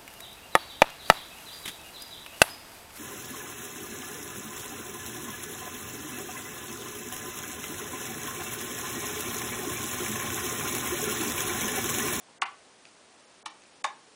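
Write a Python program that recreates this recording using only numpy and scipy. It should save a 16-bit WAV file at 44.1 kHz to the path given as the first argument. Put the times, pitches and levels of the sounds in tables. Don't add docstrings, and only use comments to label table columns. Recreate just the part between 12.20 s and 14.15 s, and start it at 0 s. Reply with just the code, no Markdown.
import sys
import numpy as np
from scipy import signal
from scipy.fft import rfft, irfft
from scipy.io import wavfile

SR = 44100
rng = np.random.default_rng(int(sys.argv[2]) if len(sys.argv) > 2 else 0)


def generate_wav(sig):
    pcm = np.round(np.clip(np.atleast_2d(sig).T, -1, 1) * 32767).astype(np.int16)
    wavfile.write(sys.argv[1], SR, pcm)


def voltage_ratio(decibels):
    exponent = np.asarray(decibels, float) / 20
    return 10 ** exponent


N = 85995

# f/Hz, level/dB, t60/s
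CASE_MODES_A = [(786, -9, .03), (909, -0.5, 0.022), (1146, 6.5, 0.034), (1220, 5, 0.011),
                (1293, 0.5, 0.031), (1500, -2.5, 0.024), (1770, -4.5, .012), (2065, -1, .012),
                (2830, -1, 0.01), (3600, 2.5, .009), (4506, -1.5, 0.026), (5530, -27, .008),
                (6800, -21, .008), (9000, -32, .008)]
CASE_MODES_B = [(863, -5.5, 0.019), (950, -6, 0.022), (1123, -9.5, 0.033), (1238, -0.5, .02),
                (1823, -10.5, 0.031), (2300, -8, 0.0081), (2650, -7.5, .015), (3010, -1, 0.013),
                (3500, -25, 0.007), (3980, -0.5, .015), (5700, 3.5, 0.011), (6530, -31, .012),
                (7600, -14, .012), (9400, -17, 0.017)]
CASE_MODES_C = [(602, -8, 0.052), (845, -3, 0.045), (914, -6, 0.029), (1129, 2.5, 0.014), (1460, -6, .012),
                (1714, -7, 0.023), (1781, -9, 0.025), (2300, -26, 0.011), (2880, -8.5, 0.0086),
                (3690, -2.5, 0.013), (4500, -8.5, 0.0091), (5400, -20, .008), (7000, -32, .008),
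                (9300, -34, .008)]
# t/s, level/dB, hardness as cut-off f/Hz, chatter length/s
CONTACTS_A = [
    (.2198, -20.5, 6000, 0.0037),
    (.2238, -20.5, 1500, 0.0017),
    (.2275, -28.5, 5000, 0.0013),
    (.2335, -44, 6000, 0.0078),
]
CONTACTS_B = [
    (1.2588, -27.5, 9000, 0.0045),
    (1.2618, -25, 3500, 0.0037),
    (1.2675, -34.5, 6100, 0.002),
]
CONTACTS_C = [
    (1.6434, -15, 4500, 0.0039),
    (1.6468, -20.5, 2500, 0.01),
    (1.6495, -24, 5000, 0.0068),
    (1.659, -57, 4040, 0.0024),
]
# t/s, level/dB, f/Hz, t60/s
LEVER_CRACKS = [
    (0.2199, -7, 2690, 0.0028),
    (1.2587, -33.5, 9750, 0.0087),
    (1.2597, -30.5, 3500, 0.013),
    (1.6433, -12, 2140, 0.0032),
]
# peak t/s, level/dB, centre f/Hz, width/Hz
SPRING_RASPS = [
    (0.2181, -27.5, 7000, 2500),
    (1.259, -34.5, 7000, 5160),
    (1.6424, -29, 6940, 5400),
]
# t/s, peak level/dB, t60/s
LEVER_RATTLES = [
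    (0.222, -35, 0.073),
    (1.2603, -32, 0.063),
    (1.6447, -28.5, 0.064),
]
# t/s, level/dB, f/Hz, t60/s
TABLE_KNOCKS = [
    (.222, -44.5, 370, 0.074),
    (1.263, -52.5, 313, 0.25),
    (1.646, -46.5, 386, 0.044),
]
# t/s, level/dB, f/Hz, t60/s
FAINT_TICKS = [(.0858, -45.5, 950, 0.016), (.6535, -39, 2510, 0.0098), (.6537, -45, 4800, 0.011),
               (.6536, -46.5, 6800, .004), (.6536, -45, 3700, .004), (.6705, -64, 2770, 0.0071),
               (.6705, -46, 6400, .006), (.687, -50, 4850, 0.014), (1.4205, -50, 2630, 0.017),
               (1.4205, -49, 6450, 0.012), (1.437, -49, 2300, 0.014), (1.437, -44, 4660, 0.0048),
               (1.437, -53, 6450, 0.0066), (1.454, -50, 2570, 0.01)]
# f/Hz, t60/s
ROOM_DECAY = [(300, 0.27), (800, 0.29), (2000, 0.28), (5500, 0.2), (10000, 0.12)]
# f/Hz, level/dB per Hz
HISS_COLOUR = [(15, -63.5), (25, -24.5), (251, -3.5), (365, -2.5), (425, -2), (948, -4.5), (1600, -8.5),
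               (4160, -11), (10000, -14.5), (13000, -52), (22000, -120)]
# start t/s, end t/s, low edge f/Hz, high edge f/Hz (if a band)
TREBLE_DROPOUTS = [(.1845, .2145, 2200), (.234, .241, 7500, 8500), (.2365, .245, 5700, 8200),
                   (.242, .2545, 5500), (.244, .2545, 4000), (.246, .2545, 2800), (1.2295, 1.248, 1750),
                   (1.244, 1.2525, 2600), (1.249, 1.256, 4300), (1.274, 1.283, 9300),
                   (1.276, 1.291, 6900, 8100), (1.281, 1.291, 7400, 8400), (1.2875, 1.2995, 6200),
                   (1.6245, 1.6385, 850), (1.655, 1.6595, 4800), (1.647, 1.654, 9700)]

CASE_LOW_HZ, SCATTER_DB = 600, 2.0
MAX_CYCLES, TUNED_HZ = 24, 1200
RASP_RISE_S, RASP_FALL_S = 0.00093, 0.0013
RATTLE_PER_S, RATTLE_LOW_HZ, RATTLE_HIGH_HZ = 730, 2780, 8900
ROOM_DB, ROOM_ONSET_S, ROOM_SWELL_S = -11.5, 0.002, 0.0063
HISS_DB, HISS_TOP_HZ = -57, 11000
DROP_FADE_S = 0.003
HOLE_SHARE, HOLE_FROM_HZ = 0.075, 3500
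CUTOFF_HZ = 10724


def rms_one(x):
    return x / np.sqrt(np.mean(x ** 2) + 1e-20)


def at_hz(points, hz):
    table_hz, value = np.array(points).T
    return np.interp(np.log(hz), np.log(table_hz), value)


def ring(clicks, hz, t60):
    r = voltage_ratio(-60 / (t60 * SR))
    w = 2 * np.pi * hz / SR
    return signal.lfilter([0, np.sin(w)], [1, -2 * r * np.cos(w), r * r], clicks + 1e-18)


def click(s, db):
    x = np.zeros(N)
    x[int(s * SR)] = voltage_ratio(db)
    return x


def band(x, low_hz, high_hz):
    edges = [low_hz, min(high_hz, .45 * SR)]
    return signal.sosfilt(signal.butter(2, edges, "band", fs=SR, output="sos"), x)


def throw(contacts, modes):
    out = np.zeros(N)
    chance = rng.standard_normal((8, 14))
    chatter = rng.standard_normal((8, 14, 500))
    t = np.arange(500) / SR
    for row, grains, (s, db, cut_hz, length) in zip(chance, chatter, contacts):
        start = int(s * SR)
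        softness_shape = t * np.exp(-4 * t / length)
        for c, grain, (hz, mode_db, t60) in zip(row, grains, modes):
            tuned = TUNED_HZ / hz * np.sin(2 * np.pi * hz * t + 9 * c)
            burst = (grain + tuned) * softness_shape
            energy = np.sum(burst ** 2)
            drive = np.abs(np.sum(burst * np.exp(2j * np.pi * hz * t)))
            hit = np.zeros(N)
            hit[start:start + 500] = burst / np.sqrt(energy + drive ** 2)
            level = voltage_ratio(db + mode_db + SCATTER_DB * c) / np.sqrt(1 + (hz / cut_hz) ** 4)
            out += ring(hit, hz, min(t60, MAX_CYCLES / hz)) * level
    return out


def cracks():
    return sum(band(ring(click(s, db), hz, t60), hz / 1.4, hz * 1.4) for s, db, hz, t60 in LEVER_CRACKS)


def rasps():
    t = np.arange(N) / SR
    out = np.zeros(N)
    for s, db, hz, width_hz in SPRING_RASPS:
        shape = np.exp(np.minimum((t - s) / RASP_RISE_S, (s - t) / RASP_FALL_S))
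        scrape = band(rng.standard_normal(N), hz - width_hz / 2, hz + width_hz / 2)
        out += voltage_ratio(db) * shape * rms_one(scrape)
    return out


def rattles():
    t = np.arange(N) / SR
    grains = (rng.random(N) < RATTLE_PER_S / SR) * rng.standard_normal(N)
    shape = np.zeros(N)
    for s, db, t60 in LEVER_RATTLES:
        shape += (t > s) * voltage_ratio(db - 60 * np.maximum(t - s, 0) / t60)
    return band(rms_one(grains) * shape, RATTLE_LOW_HZ, RATTLE_HIGH_HZ)


def knocks():
    return sum(band(ring(click(s, db), hz, t60), hz / 3.0, hz * 2.3) for s, db, hz, t60 in TABLE_KNOCKS)


def ticks():
    return sum(ring(click(s, db), hz, t60) for s, db, hz, t60 in FAINT_TICKS)


def room(x):
    t = np.arange(SR // 2) / SR
    edges = 200 * 2 ** np.arange(0, 6.1, .5)
    tail = np.zeros(len(t))
    for low, high in zip(edges, edges[1:]):
        decay = voltage_ratio(-60 * t / at_hz(ROOM_DECAY, np.sqrt(low * high)))
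        tail += band(rng.standard_normal(len(t)), low, high) * decay
    tail *= 1 - np.exp(-np.maximum(t - ROOM_ONSET_S, 0) / ROOM_SWELL_S)
    return signal.fftconvolve(x, tail / np.sqrt(np.sum(tail ** 2)))[:N]


def hiss():
    hz = np.maximum(np.fft.rfftfreq(N, 1 / SR), 10)
    colour = voltage_ratio(at_hz(HISS_COLOUR, hz)) * (hz < HISS_TOP_HZ)
    return voltage_ratio(HISS_DB) * rms_one(irfft(rfft(rng.standard_normal(N)) * colour, N))


def scene():
    throws = throw(CONTACTS_A, CASE_MODES_A) + throw(CONTACTS_B, CASE_MODES_B) + throw(CONTACTS_C, CASE_MODES_C)
    switches = throws + cracks() + rasps() + rattles() + ticks()
    small_case = signal.butter(5, CASE_LOW_HZ, "high", fs=SR, output="sos")
    close = signal.sosfilt(small_case, switches) + knocks()
    return (close + voltage_ratio(ROOM_DB) * room(close) + hiss())[None]


def dropouts(x):
    t = np.arange(N) / SR
    for start, end, *hz in TREBLE_DROPOUTS:
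        gate = np.clip(np.minimum(t - start, end - t) / DROP_FADE_S + .5, 0, 1)
        if len(hz) == 1:
            lost = signal.butter(10, hz[0], "high", fs=SR, output="sos")
        else:
            lost = signal.butter(5, hz, "band", fs=SR, output="sos")
        x = x - np.sin(gate * np.pi / 2) ** 2 * signal.sosfiltfilt(lost, x)
    return x


def holes(x):
    hz, t, z = signal.stft(x, SR, nperseg=256)
    patches = rng.random((43, len(t) // 4 + 1))
    field = np.kron(patches, np.ones((3, 4)))[:, :len(t)]
    empty = field < HOLE_SHARE * np.clip(hz[:, None] / HOLE_FROM_HZ - 1, 0, 1)
    return signal.istft(z * ~empty, SR, nperseg=256)[1][:N]


def top_cut(x):
    return signal.sosfilt(signal.butter(12, 11120, fs=SR, output="sos"), x)


def record(dry):
    gapped = holes(dropouts(dry[0]))
    limit = signal.cheby2(16, 55, CUTOFF_HZ, fs=SR, output="sos")
    mix = signal.sosfilt(limit, gapped)[None]
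    return top_cut(mix)


dry = scene()
out = record(dry)
generate_wav(out)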